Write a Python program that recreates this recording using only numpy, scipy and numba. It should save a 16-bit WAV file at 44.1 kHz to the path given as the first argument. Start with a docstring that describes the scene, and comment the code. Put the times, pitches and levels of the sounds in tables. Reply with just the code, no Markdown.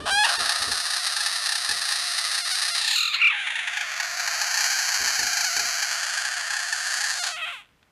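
"""In a small quiet room a frog on a wooden floor, poked, screams for over seven seconds, leaps once and turns.
Its vocal folds snap shut some 750 times a second, mostly irregularly, in throbs of about 30 a second;
now and then they hold a pitch, clear or rough. The snaps excite the resonances of its wide mouth, whose
colour changes as it turns, until its air runs out. A foot then pats the floor. Soft bumps reach the
hand-held microphone, over faint rumble and hiss."""
import sys
import numpy as np
from scipy import signal
from scipy.fft import rfft, irfft
from scipy.io import wavfile
from scipy.ndimage import uniform_filter1d
from numba import njit

SR = 44100
rng = np.random.default_rng(int(sys.argv[2]) if len(sys.argv) > 2 else 0)


def file_out(sig):
    """Save sig as 16-bit WAV at sys.argv[1]."""
    # one column per channel
    cols = np.atleast_2d(sig).T
    # limit, then scale
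    lim = np.clip(cols, -1, 1)
    pcm = np.round(lim * 32767).astype(np.int16)
    wavfile.write(sys.argv[1], SR, pcm)


N = 348831
TIME = np.arange(N) / SR  # seconds
BURST_S = .053  # a whimper bursts into the scream


def scream():
    """Source and filter: folds excite the mouth; three bands share one attack, the notes' lifts and the fade."""
    # Basic rate of the vocal folds. Each row: time in seconds, pitch in Hz.
    pitch_points = [(.04, 559.6), (.11, 775), (.195, 848.3), (.25, 851), (.27, 698.9), (2.76, 690.8),
                    (2.95, 879), (3.32, 830.3), (3.9, 646.2), (4.95, 756.5), (5.65, 679.2), (7.16, 736),
                    (7.3, 663.7), (7.51, 679.7), (7.56, 512), (7.605, 439), (7.65, 75.3), (7.72, 44.6)]
    # Level of the lows. Each row: time in seconds, level in dB.
    low_level = [(.25, -29), (.38, -33.5), (.8, -40.5), (2.7, -44), (3.1, -39.5), (3.35, -47), (4.4, -38),
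                 (6.5, -41), (7.3, -40.5), (7.45, -42.5)]
    # How hard the frog pushes, heard in the midrange. Each row: time in seconds, level in dB.
    effort = [(.07, -33.5), (.25, -25.5), (.4, -28), (.75, -32.5), (1.2, -31), (2.6, -31.5), (3.0, -26.5),
              (3.11, -29.5), (3.8, -30), (4.1, -33), (4.6, -29.5), (5.65, -32), (7.05, -31.5), (7.32, -35),
              (7.45, -32.5)]
    # Level of the treble, which drops while the mouth points away. Each row: time in seconds, level in dB.
    treble_level = [(.04, -37.5), (.12, -30), (2.971, -30), (3.24, -57.5), (3.4, -46), (3.9, -37),
                    (4.601, -26), (5.6, -27.5), (6.45, -34), (7.1, -29), (7.33, -35), (7.42, -46.5)]
    whimper_db, attack_s = -9, 0.006
    spent_s, fade_db_per_s = 7.479, 153.5  # the air runs out

    rough, ratio, lift_db = notes()
    source = folds(rough, curve(pitch_points) * ratio)
    voice = head_movement(turning_mouth(source))

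    attack_db = whimper_db * np.clip(1 - (TIME - BURST_S) / attack_s, 0, 1)
    fade_db = -fade_db_per_s * np.maximum(TIME - spent_s, 0)
    shared_db = attack_db + lift_db + fade_db

    low = lowpass(voice, 1442)
    low_and_middle = lowpass(voice, 3930)
    bands = [low, low_and_middle - low, voice - low_and_middle]
    total = np.zeros(N)
    for band, level in zip(bands, (low_level, effort, treble_level)):
        running_rms = np.sqrt(smooth(band ** 2, 0.26) + 1e-12)
        total += undb(curve(level) + shared_db) * band / running_rms
    return total


def folds(rough, pitch, jitter=.16, scatter_db=5.0, throb_lift=.26, throb_order=0.65,
          hiss_db=-13, clear_hiss_db=-29, waver=.02):
    """Self-oscillation under pressure: each throb makes the snaps faster, stronger and more even; air hisses."""
    strong, between = throbbing(pitch)
    throb = strong + between * np.minimum(2 * rough, 1)  # a clear note holds steady
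    rough = rough / (1 + throb_order * throb)
    hz = pitch * (1 + throb_lift * np.tanh(throb))
    hz = hz * np.exp(waver * np.sqrt(rough) * wander(.005))
    clicks = snaps(hz, jitter * rough, scatter_db * rough, snap_chance(count=N // 20))
    air_gain = undb(hiss_db) * rough + undb(clear_hiss_db)
    air = air_gain * rng.standard_normal(N)
    return (unit(clicks) + air) * (1 + throb)


@njit
def snaps(hz, jitter, scatter_db, chance):
    """Pulse excitation: a band-limited click per cycle of the folds, each with its own length and size."""
    out, at, k = np.zeros(len(hz)), 8., 0
    while at < len(hz) - 9:
        i = int(at)
        size = 10 ** (scatter_db[i] * chance[k, 1] / 20)
        for j in range(i - 7, i + 9):
            window = .5 + .5 * np.cos(np.pi * (j - at) / 8)
            out[j] += size * np.sinc(j - at) * window
        at += SR / hz[i] * np.exp(jitter[i] * chance[k, 0])
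        k += 1
    return out


def snap_chance(count, falter=0.32, falter_spread=0.62, full=0.62, full_spread=0.44):
    """Irregular subharmonics: a full snap every two to four cycles, faltering ones between.

    Columns: length and size of each cycle, in spreads.
    """
    length, size = np.clip(rng.standard_normal((count, 2)), -2, 2).T
    is_full = np.isin(np.arange(count), np.cumsum(rng.integers(2, 5, count)))
    size = np.where(is_full, full + full_spread * size, falter_spread * size - falter)
    return np.column_stack([length, size])


def throbbing(pitch, rise_s=.003, fall_s=.009, early_s=.01, weak=.9, skew=1.8):
    """Amplitude modulation by pulsed airflow: weaker throbs of random size keep up the beat between strong ones."""
    # Strong throbs of air, single (length 0) or in a run.
    # Each row: start in seconds, length in seconds, lift in dB.
    throb_runs = [(.489, 0, 8.5), (.617, 0, 7), (.712, 0.0023, 9), (0.9, 0.061, 7), (1.063, 0, 9.5),
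                  (1.161, 0.041, 8), (1.258, 0.0012, 10), (1.455, 0.095, 8.5), (1.687, 0.021, 8.5),
                  (1.814, 0.14, 6.5), (2.178, 0.0031, 7), (2.311, 0.065, 6), (2.549, 0.13, 6),
                  (2.746, .16, 6), (2.954, 0.12, 6), (3.139, 0, 9), (3.198, 0, 7.5), (3.212, .084, 6.5),
                  (3.468, 0.032, 6.5), (3.552, 0.034, 8.5), (3.67, 0, 8.5), (3.768, 0.037, 9.5),
                  (3.996, 0, 10), (4.271, 0, 7), (4.411, 0.00063, 8), (4.537, 0.1, 6.5), (5.073, 0, 6.5),
                  (5.188, 0.076, 6), (5.366, 0.074, 6.5), (5.562, 0.028, 7), (5.821, 0.0023, 7.5),
                  (6.134, .036, 6), (6.245, 0, 7), (6.501, 0.061, 7.5), (6.722, 0.0027, 8.5),
                  (6.866, 0.17, 5.5), (7.233, 0.03, 7)]
    throbs = []
    for start, length, db in throb_runs:
        throbs += [(t, db) for t in beats(start, start + length, pitch)]
    strong = sum((undb(db) - 1) * swell(t, rise_s, fall_s) for t, db in throbs)

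    times = [BURST_S] + [t for t, db in throbs]
    fill = np.concatenate([beats(a, b, pitch)[1:-1] for a, b in zip(times, times[1:])])
    between = np.zeros(N)
    for t, (size, early) in zip(fill, rng.uniform(0, 1, (len(fill), 2))):
        between += weak * size ** skew * swell(t - early_s * early, rise_s, fall_s)
    return strong, between


def beats(start, end, pitch):
    """A power law ties throb rate to pitch; times are spaced evenly from start to end."""
    throbs_per_s, reference_hz, power = 30, 700, .5  # the rate holds at the reference pitch
    middle_pitch = np.interp((start + end) / 2, TIME, pitch)
    rate = throbs_per_s * (middle_pitch / reference_hz) ** power
    return np.linspace(start, end, max(int(round((end - start) * rate)), 0) + 1)


def notes(lock_s=.009, glide_s=.008):
    """Mode locking: the folds slip into and out of each held pitch; gives roughness, pitch ratio, lift dB."""
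    # Stretches of held pitch, from clear notes to half-rough or fully rough cries, some a register higher.
    # Each row: start in seconds, end in seconds, roughness from 0 to 1, pitch ratio, lift in dB.
    held_pitches = [(.01, 0.054, 0.15, 1.063, -3.5), (0.102, 0.237, 0.06, 0.99, 2.5),
                    (.242, 0.255, 0.17, 1.09, 6.5), (0.363, .39, 0.03, 1.29, -4.5),
                    (2.408, 2.449, 0.09, 1.01, -1.5), (2.508, 2.542, 0.14, 1.04, 4.5),
                    (2.702, 2.748, 0.1, 0.99, 0.5), (2.859, 2.95, 0.52, 0.92, 3),
                    (2.953, 3.126, 0.31, 1.344, 1.5), (3.127, 3.212, 1, 1.3, 4),
                    (3.213, 3.288, 0.34, 1.37, 13.5), (3.288, 3.319, 0.62, 1.3, 6),
                    (3.322, 3.46, .55, 1, 2), (5.151, 5.653, 0.51, 1, 0.5), (7.189, 7.228, 0, 0.99, 2.5),
                    (7.298, 7.525, 0.5, 1.05, 0), (7.316, 7.361, 0.07, 0.95, 0.5),
                    (7.414, 7.45, 0.06, 0.94, 4.5), (7.522, 7.611, 0.15, 0.9, 4.5)]
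    sharp, settle_s = .04, .012  # a note starts sharp by this share, before the glide, and settles
    rough = np.clip(1 + .25 * wander(.015), .3, 1.4)
    ratio, lift_db = np.ones(N), np.zeros(N)
    for start, end, *note in held_pitches:
        held = (TIME > start) & (TIME < end)
        rough[held], ratio[held], lift_db[held] = note
        ratio[held] *= 1 + sharp * np.exp(-(TIME[held] - start) / settle_s)
    return smooth(rough, lock_s), smooth(ratio, glide_s), smooth(lift_db, glide_s)


def turning_mouth(source):
    """A time-varying filter: crossfades carry the voice from each pose's resonances to the next."""
    # Resonances of the mouth over the floor, a table for each pose.
    # Each row: centre in Hz, width in Hz, level in dB.
    opening = [(800, 800, -22.5), (1480, 1300, -2), (3010, 1100, 3.5), (4240, 2300, -0.5),
               (9000, 1740, -5.5)]
    facing = [(647, 700, -8), (1226, 220, 3), (1835, 360, -0.5), (2580, 980, -6), (4074, 555, 4),
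              (4850, 850, 5), (5870, 1470, -1), (8420, 360, 1.5), (9790, 1560, -1)]
    leaping = [(1300, 1000, -40.5), (1820, 170, -4.5), (2659.5, 1100, -5), (4120, 740, 3.5),
               (6910, 870, -1.5), (8570, 280, -8), (11100, 4000, -16.5)]
    landing = [(1150, 740, -57), (2380, 550, 1), (3900, 530, -31.5), (6400, 5000, -16.5)]
    away = [(775, 360, -10), (1850.4, 990, 1), (2490, 1126, 1.5), (3500, 560, -2), (6600, 1400, -14),
            (9500, 1100, -14)]
    close = [(720, 170, -2.5), (1420.6, 870, 5), (1820, 280, 3), (2340, 260, 3.5), (3084, 620, 1),
             (4480, 730, 3), (6280, 1380, -0.5), (8360, 280, -15.5), (10650, 850, -11.5),
             (12030, 1260, -16.5)]
    gaping = [(700.4, 250, -2.5), (1380, 650, 5.5), (1765, 220, 8.5), (2930, 1500, 0.5), (4450, 870, 3),
              (6590, 1430, -1.5), (8570, 1000, -9), (10460, 1150, -10.5), (13000, 1400, -29)]
    leaving = [(773, 300, -9), (1291, 560, 0.5), (2000, 1100, -1), (2610, 264, 3.5), (3202, 800, 0),
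               (8100, 4100, -16.5)]
    # Turns from each pose to the next. Each row: start in seconds, end in seconds.
    turns = [(.2, 0.32), (2.72, 2.97), (3.14, 3.22), (3.28, 3.33), (3.62, 4.15), (5.751, 6.15),
             (7.29, 7.39)]
    voice = mouth(source, opening)
    for (start, end), pose in zip(turns, [facing, leaping, landing, away, close, gaping, leaving]):
        progress = np.clip((TIME - start) / (end - start), 0, 1)
        voice = voice + progress * (mouth(source, pose) - voice)
    return voice


def mouth(x, resonances, cutoff_hz=570, size=2048):
    """Minimum-phase resonance; so small a mouth radiates almost nothing under its cut-off."""
    hz = np.arange(size // 2 + 1) * SR / size
    power = np.zeros(len(hz))
    for centre, width, db in resonances:
        power += undb(db) ** 2 / (1 + ((hz - centre) / width * 1.067) ** 2) ** 3
    power = power * (1 / (1 + (cutoff_hz / (hz + 1)) ** 14) + undb(-27.0))
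    # folding the cepstrum onto positive times makes the response causal
    cepstrum = irfft(np.log(power) / 2)
    cepstrum[1:size // 2] *= 2
    cepstrum[size // 2 + 1:] = 0
    response = irfft(np.exp(rfft(cepstrum)))[:size // 2]
    return signal.oaconvolve(x, response)[:N]


def head_movement(voice):
    """Moving resonance and interference: a sharp ring wavers with the gape, a gap drifts through the spectrum."""
    # The mouth's sharpest resonance, shifting with the gape.
    # Each row: time in seconds, centre in Hz before the waver, lift in dB.
    ring_path = [(.3, 1690, 6.5), (2.5, 1900, 5.5), (3.1, 1851, -0.5), (4.0, 1648, 3.5), (5.1, 1692, 5.5),
                 (5.5, 1570, 3), (7.1, 1684, 8), (7.28, 1748, -8)]
    # A gap, likely where the echo off the floor cancels the voice, moving with the head.
    # Each row: time in seconds, centre in Hz, depth from 0 to 1.
    gap_path = [(.3, 2170, 0.6), (2.6, 2150, 0.34), (3.2, 2588, .02), (3.8, 2900, 0.27), (4.15, 3213, .8),
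                (4.55, 3527, .85), (5.6, 3409, .9), (6.1, 3830, 0.74), (7.05, 3723, 0.63),
                (7.3, 2710, 0.01)]
    ring_width_hz, gap_width_hz = 206.0, 780.0
    ring_hz = curve(ring_path) * np.exp(0.049 * wander(seconds=0.049))
    ring_gain = undb(curve(ring_path, axis=2)) - 1
    voice = voice + ring_gain * sweep(voice, ring_hz, ring_width_hz)
    depth = np.clip(curve(gap_path, axis=2), 0, 1)
    return voice - depth * sweep(voice, curve(gap_path), gap_width_hz)


@njit
def sweep(x, hz, width):
    """A state-variable resonator: a band-pass whose centre moves, with gain 1 there."""
    out, band, low = np.empty(len(x)), 0., 0.
    for i in range(len(x)):
        g, k = np.tan(np.pi * hz[i] / SR), width / hz[i]
        v = (band + g * (x[i] - low)) / (1 + g * (g + k))
        band, low, out[i] = 2 * v - band, low + 2 * g * v, k * v
    return out


def foot_tap(start_s=7.826, level_db=-53.5, top_hz=4500):
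    """Impact noise: a wet foot pats the floor, a short burst without much treble."""
    noise = unit(lowpass(rng.standard_normal(N), top_hz, order=2))
    return undb(level_db) * swell(start_s, 0.00057, 0.0043) * noise


def room(x, t60=0.12, wet_db=-16, dull_hz=4500):
    """Diffusion and reverberation: things close by smear each snap uncoloured; walls add a short, dull tail."""
    for lag in (9, 23, 47):  # samples
        allpass = np.r_[.3, np.zeros(lag - 1), 1]
        x = signal.lfilter(allpass, allpass[::-1], x + 1e-18)
    age = TIME[:SR // 2]
    tail = lowpass(rng.standard_normal(len(age)), dull_hz, order=1)
    tail = tail * undb(-60 * age / t60) * (age > .005)
    return x + undb(wet_db) * signal.oaconvolve(x, tail / np.linalg.norm(tail))[:N]


def bumps(modes=((75, 55, 0), (240, 90, -2), (400, 70, -3)), fall_s=0.083):
    """Modal excitation: rubbing in soft thuds rings the microphone's case.

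    Each mode: centre in Hz, width in Hz, level in dB.
    """
    # Bumps on the microphone. Each row: start in seconds, level in dB.
    bump_times = [(0, -43), (.12, -51.5), (.38, -46.5), (0.599, -49.5), (0.669, -48), (1.689, -52),
                  (5.0, -50.5), (5.186, -46.5), (5.565, -49)]
    rub = rng.standard_normal(N)
    case = np.zeros(N)
    for hz, width, db in modes:
        ringing = signal.lfilter(*signal.iirpeak(hz, hz / width, fs=SR), rub)
        case += undb(db) * unit(ringing)
    thuds = sum(undb(db) * swell(t, 0.0008, fall_s) for t, db in bump_times)
    return lowpass(case, 970) * thuds


def room_tone(level_db=-64.5):
    """Stationary coloured noise: faint steady rumble and hiss, shaped in the spectrum."""
    # Colour of the room's noise. Each row: frequency in Hz, relative density in dB per Hz.
    tone_colour = [(18, -52.5), (30, -10.5), (109, -10), (311, -16.5), (336, -18.5), (1980, -21),
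                   (5690, -32.5), (14000, -40)]
    hz, db = np.transpose(tone_colour)
    noise = rfft(rng.standard_normal(N))
    noise_hz = np.arange(len(noise)) * SR / N
    colour = undb(np.interp(np.log(noise_hz + 1), np.log(hz), db))
    return undb(level_db) * unit(irfft(noise * colour, N))


def curve(points, axis=1):
    """Linear interpolation of one column of rows that begin with a time in seconds."""
    columns = np.transpose(points)
    return np.interp(TIME, columns[0], columns[axis])


def wander(seconds):
    """Low-passed noise: a smooth random drift of rms 1."""
    return unit(smooth(rng.standard_normal(N), seconds))


def swell(start, rise, fall):
    """A transient envelope: a quick rise to 1 and a rounded fall, all in seconds."""
    age = TIME[:int(8 * fall * SR)]
    shape = np.minimum(age / rise, 1) * np.exp(-(np.maximum(age - rise, 0) / fall) ** 1.5)
    out, first = np.zeros(N), max(int(start * SR), 0)
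    out[first:first + len(shape)] = shape[:N - first]
    return out


def smooth(x, seconds):
    """A triangular moving average, made by two equal box averages."""
    size = max(int(seconds * SR), 1)
    return uniform_filter1d(uniform_filter1d(x, size), size)


def lowpass(x, hz, order=4):
    """Zero-phase low-pass: filtering both ways cancels the delay."""
    return signal.sosfiltfilt(signal.butter(order, hz, fs=SR, output="sos"), x)


def unit(x):
    """Normalisation to rms 1."""
    return x / np.sqrt(np.mean(x ** 2))


def undb(db):
    """Amplitude ratio of a level in dB."""
    return 10 ** (np.asarray(db) / 20)


def scene():
    """Superposition: voice and foot tap sound in the room; bumps and room tone add directly."""
    voice = scream() * np.minimum(TIME / 0.0011, 1)  # the first whimper swells from nothing
    return (room(voice + foot_tap()) + bumps() + room_tone())[None]


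def record(dry):
    """Band limiting: the recorder steeply cuts everything above 15 kHz."""
    return signal.sosfilt(signal.ellip(10, .2, 80, 15000, fs=SR, output="sos"), dry)


dry = scene()
out = record(dry)
file_out(out)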